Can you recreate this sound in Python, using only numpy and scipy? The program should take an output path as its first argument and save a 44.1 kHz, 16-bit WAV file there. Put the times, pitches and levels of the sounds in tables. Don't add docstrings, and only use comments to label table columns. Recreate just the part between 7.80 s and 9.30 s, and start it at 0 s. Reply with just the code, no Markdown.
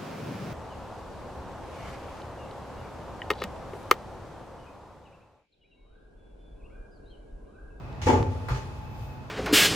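import sys
import numpy as np
from scipy import signal
from scipy.fft import rfft, irfft
from scipy.io import wavfile
from scipy.ndimage import uniform_filter1d

SR = 44100
rng = np.random.default_rng(int(sys.argv[2]) if len(sys.argv) > 2 else 0)


def unload_audio(sound):
    columns = np.transpose(np.atleast_2d(sound))
    steps = np.round(np.clip(columns, -1, 1) * 32767)
    wavfile.write(sys.argv[1], SR, steps.astype(np.int16))


N = 66150

# frequency_hz, gain_db
STEREO_WIDTH = [(50, -12.5), (110, -6.5), (220, -5), (600, -5), (1200, -1), (2300, 1), (15000, -2)]
# frequency_hz, density_db
RUMBLE_SPECTRUM = [(20, -42), (45, 3.5), (75, 1.5), (125, -2), (180, -8), (260, -12), (450, -14.5),
                   (850, -17.5), (1150, -20), (1700, -28.5), (2300, -32), (2600, -31.5), (3100, -38),
                   (4700, -40.5), (8000, -53), (16000, -62.5)]
# pitch_hz, level_db
HUM_LINES = [(102.3, -48), (134.6, -48), (247.6, -60.5), (630, -64), (824, -61.5), (867, -64.5)]
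# time_s, gain_db
MACHINE_SWELL = [(0, 0), (.2, 2), (.6, 2), (.9, 0.5), (1.2, -.5), (1.5, -1)]
# frequency_hz, density_db
HISS_SPECTRUM = [(1000, -17), (3000, 4), (6700, -2.5), (8500, -8), (11000, -7.5), (12300, -51), (14000, -7),
                 (16000, -29)]
# time_s, level_db
HISS_SWELL = [(0, -93), (.49, -66), (.52, -59), (.85, -60), (1.1, -66), (1.22, -61.5), (1.5, -68)]
# time_s, pitch_hz, level_db
WHISTLE_PATH = [(0, 13600, -87), (.93, 13500, -80), (1.15, 14300, -69.5), (1.28, 14500, -66),
                (1.45, 14200, -81)]
# start_s, pitch_hz, level_db
CAR_JOLTS = [(0.314, 44, -34), (.700, 52.4, -23.5), (.704, 125, -21), (1.194, 110.7, -32)]
# start_s, level_db
MECHANISM_TICKS = [(0.129, -39.5), (.4287, -24.5)]
# start_s, clack_db, ring_db, clash_db
LOCK_KNOCKS = [(.685, -32, -51, -50), (.702, -39, -40, -44.5), (.744, -40.5, -48, -44)]
# frequency_hz, density_db
BITE_SPECTRUM = [(800, -25), (1100, 2.5), (1500, -0.5), (2100, -6.5), (3000, -30)]
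# frequency_hz, density_db
CLACK_SPECTRUM = [(300, -2), (800, -1.5), (1050, -3), (1250, 3.5), (1600, -5), (2100, -10), (3000, -21.5),
                  (4500, -15.5), (7000, -36.5)]
# pitch_hz, gain_db, t60_s
BRACKET_MODES = [(399, -1, 0.61), (1028, -8, 0.16), (1247, -6.5, 0.62), (1595, -14, 0.73),
                 (2510, -17, 0.69), (4200, -17, 0.54)]
# pitch_hz, gain_db, t60_s
PANEL_MODES = [(85.48, -1.5, 1.8), (235, -3.5, 0.56), (261.2, -0.5, 0.69), (330.7, -5, 0.46),
               (384.4, -2, 0.53), (454.6, -5, 0.62), (486.8, -8.5, 1.05), (544, -7, 0.6),
               (578.3, -10, 0.46), (658, -9, 0.43), (742, -8.5, 0.55), (847.3, 3, 0.2), (869, -20, 5.3),
               (877.7, 2.5, 0.42), (935, -.5, 0.21)]
# frequency_hz, density_db
PANEL_SPECTRUM = [(100, -9.5), (230, 3.5), (500, 2.5), (720, -5), (890, 6.5), (1100, -35), (2000, -66)]
# start_s, pitch_hz, level_db
EDGE_CLANGS = [(.268, 497, -20.5), (.327, 461, -21), (.359, 464.4, -16.5)]
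# pitch_hz, gain_db, t60_s
FLEX_MODES = [(89.5, 2.5, 0.3), (101.3, -8.5, 0.67), (139, -12.5, 0.34)]
# frequency_hz, density_db
CLATTER_SPECTRUM = [(150, 0.5), (500, -7), (900, 5.5), (1250, 1), (1600, -5), (2100, -5), (3300, -16.5),
                    (5000, -42), (9000, -54)]
# frequency_hz, density_db
CLASH_SPECTRUM = [(800, -11), (2000, 4), (2900, 2.5), (4000, -2.5), (6800, -1), (8700, -14.5),
                  (10700, -15.5), (12300, -46), (13600, -15), (15000, -31), (16000, -27)]
# start_s, thud_db, ring_db, clatter_db, clash_db
DOOR_BLOWS = [(.216, -30.5, -42.5, -45, -36), (.260, -20.5, -37, -40, -35.5), (.269, -49, -20, -26, -33),
              (.284, -31, -20, -28, -42), (.330, -19.5, -26, -37, -48), (.362, -26.5, -36.5, -46, -59),
              (.402, -16, -36.5, -62, -60)]

BUILD_S = 0.0058


def undb(db):
    return 10 ** (np.asarray(db) / 20)


def clock():
    return np.arange(N) / SR


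def fade(t, t60_s):
    return np.exp(-np.log(1000) * t / t60_s)


def add(out, start_s, sound):
    first = int(max(start_s, 0) * SR)
    out[:, first:] += sound[..., :N - first]


def walk(rate_hz):
    hold = int(SR / rate_hz)
    steps = np.repeat(rng.standard_normal(N // hold + 1), hold)
    return 1.295 * uniform_filter1d(uniform_filter1d(steps, hold), hold)[:N]


def shape(spectrum):
    hz, db = np.array(spectrum, float).T
    return undb(np.interp(np.log(np.fft.rfftfreq(N, 1 / SR) + 1), np.log(hz), db))


def noise(spectrum, grain_db=0, ripple=1):
    white = rng.standard_normal((2, N))
    grains = np.repeat(rng.standard_normal(N // 32 + 1), 32)[:N]
    mid, side = rfft(white * undb(grain_db * grains)) * shape(spectrum) * ripple
    side = side * shape(STEREO_WIDTH)
    stereo = irfft(np.array([mid + side, mid - side]), N)
    return stereo / stereo.std()


def resonances(height_db=3, spacing_hz=25.06):
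    position = np.fft.rfftfreq(N, 1 / SR) / spacing_hz
    heights = rng.standard_normal((2, 4096))
    return undb(height_db * np.array([np.interp(position, np.arange(len(row)), row) for row in heights]))


def whine(pitch_hz, level_db, jitter_hz, rate_hz):
    trembling_hz = pitch_hz + jitter_hz * np.array([walk(rate_hz), walk(rate_hz)])
    return np.sqrt(2) * undb(level_db) * np.sin(2 * np.pi * np.cumsum(trembling_hz, axis=1) / SR)


def tones(rows, rise_s, t60_s):
    t, out = clock(), np.zeros((2, N))
    envelope = (1 - np.exp(-t / rise_s)) * fade(t, t60_s)
    for start_s, pitch_hz, level_db in rows:
        add(out, start_s, 2 * undb(level_db) * envelope * np.sin(2 * np.pi * pitch_hz * t))
    return out


def wash(spectrum, t60_s, ripple=1, build_s=BUILD_S, crack_db=-6.5, crack_s=0.0049):
    t = clock()
    crack = undb(crack_db) * np.exp(-t / crack_s)
    tail = (1 - np.exp(-t / build_s)) * fade(t, t60_s)
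    return noise(spectrum, grain_db=1, ripple=ripple) * (crack + tail)


def ring(modes, strikes, beat_db=2, beat_rad=0.52, spread_rad=0.98, wide_hz=480):
    t, sides = clock(), np.array([[1], [-1]])
    push, out = np.zeros((1, N)), np.zeros((2, N))
    for start_s, level_db in strikes:
        add(push, start_s, undb(level_db) ** 2 * np.exp(-t / BUILD_S) / (BUILD_S * SR))
    for pitch_hz, gain_db, t60_s in modes:
        energy = signal.lfilter([1], [1, -fade(2 / SR, t60_s)], push)
        spread = rng.choice([-1, 1]) * spread_rad * min(pitch_hz / wide_hz, 1)
        phase = 2 * np.pi * (pitch_hz * t + rng.random()) + beat_rad * walk(39.32) + sides * spread / 2
        out += undb(gain_db + beat_db * walk(52.37)) * np.sqrt(energy) * np.sin(phase)
    return out


def machinery(rumble_db=-40, drift_hz=1.49, waver_db=3, flicker_db=1.34):
    t = clock()
    drone = undb(rumble_db) * noise(RUMBLE_SPECTRUM)
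    for pitch_hz, level_db in HUM_LINES:
        phase = 2 * np.pi * np.cumsum(pitch_hz + drift_hz * walk(8.19)) / SR
        drone += np.sqrt(2) * undb(level_db + waver_db * walk(8.94)) * np.sin(phase)
    swell_db = np.interp(t, *np.array(MACHINE_SWELL).T)
    hiss_db = np.interp(t, *np.array(HISS_SWELL).T) + flicker_db * walk(24.05)
    return undb(swell_db) * drone + undb(hiss_db) * noise(HISS_SPECTRUM, ripple=resonances())


def squeak():
    level_db = -65 + 4.5 * np.tanh(walk(55))
    return whine(pitch_hz=2566, level_db=level_db, jitter_hz=34.54, rate_hz=150)


def whistle():
    t = clock()
    time_s, pitch_hz, level_db = np.array(WHISTLE_PATH).T
    return whine(np.interp(t, time_s, pitch_hz), np.interp(t, time_s, level_db), jitter_hz=430, rate_hz=2000)


def jolts():
    return tones(CAR_JOLTS, rise_s=0.013, t60_s=0.23)


def ticks(band_hz=(600, 3400)):
    out = np.zeros((2, N))
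    band = signal.butter(2, band_hz, "band", fs=SR, output="sos")
    snap = signal.sosfilt(band, signal.unit_impulse(N))
    for start_s, level_db in MECHANISM_TICKS:
        add(out, start_s, undb(level_db) * snap / snap.max())
    return out


def clash(metal):
    return wash(CLASH_SPECTRUM, t60_s=0.43, ripple=metal, build_s=0.0084)


def lock(metal):
    out = ring(BRACKET_MODES, [(start_s, ring_db) for start_s, _, ring_db, _ in LOCK_KNOCKS])
    bite = undb(-31.5) * noise(BITE_SPECTRUM, ripple=metal) * fade(clock(), t60_s=0.088)
    add(out, LOCK_KNOCKS[0][0], bite)
    for start_s, clack_db, _, clash_db in LOCK_KNOCKS:
        clack = undb(clack_db) * wash(CLACK_SPECTRUM, t60_s=0.36, ripple=metal)
        add(out, start_s, clack + undb(clash_db) * clash(metal))
    return out


def panels(modes_db=-5, dense_db=-4, left_db=1.5):
    strikes = [(start_s, ring_db) for start_s, _, ring_db, *_ in DOOR_BLOWS + LOCK_KNOCKS]
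    out = undb(modes_db) * ring(PANEL_MODES, strikes)
    out += tones(EDGE_CLANGS, rise_s=0.003, t60_s=0.065)
    for start_s, ring_db in strikes:
        add(out, start_s, undb(ring_db + dense_db) * wash(PANEL_SPECTRUM, t60_s=0.56))
    return out * undb(np.array([[1], [-1]]) * left_db / 2)


def doors(metal, rise_s=0.0017):
    t, out = clock(), np.zeros((2, N))
    flex = sum(undb(db) * fade(t, t60_s) * np.sin(2 * np.pi * hz * t) for hz, db, t60_s in FLEX_MODES)
    thud = (1 - np.exp(-t / rise_s)) * flex
    for start_s, thud_db, _, clatter_db, clash_db in DOOR_BLOWS:
        clatter = undb(clatter_db) * wash(CLATTER_SPECTRUM, t60_s=0.46, ripple=metal)
        add(out, start_s, undb(thud_db) * thud + clatter + undb(clash_db) * clash(metal))
    return out


def scene():
    metal = resonances()
    foreground = doors(metal) + lock(metal) + panels() + jolts() + ticks()
    background = machinery() + squeak() + whistle()
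    return foreground + background


def record(dry, low_cut_hz=35.4, top_hz=15600):
    low_cut = signal.butter(2, low_cut_hz, "high", fs=SR, output="sos")
    top_cut = signal.ellip(8, .2, 70, top_hz, fs=SR, output="sos")
    return signal.sosfilt(top_cut, signal.sosfilt(low_cut, dry))


dry = scene()
out = record(dry)
unload_audio(out)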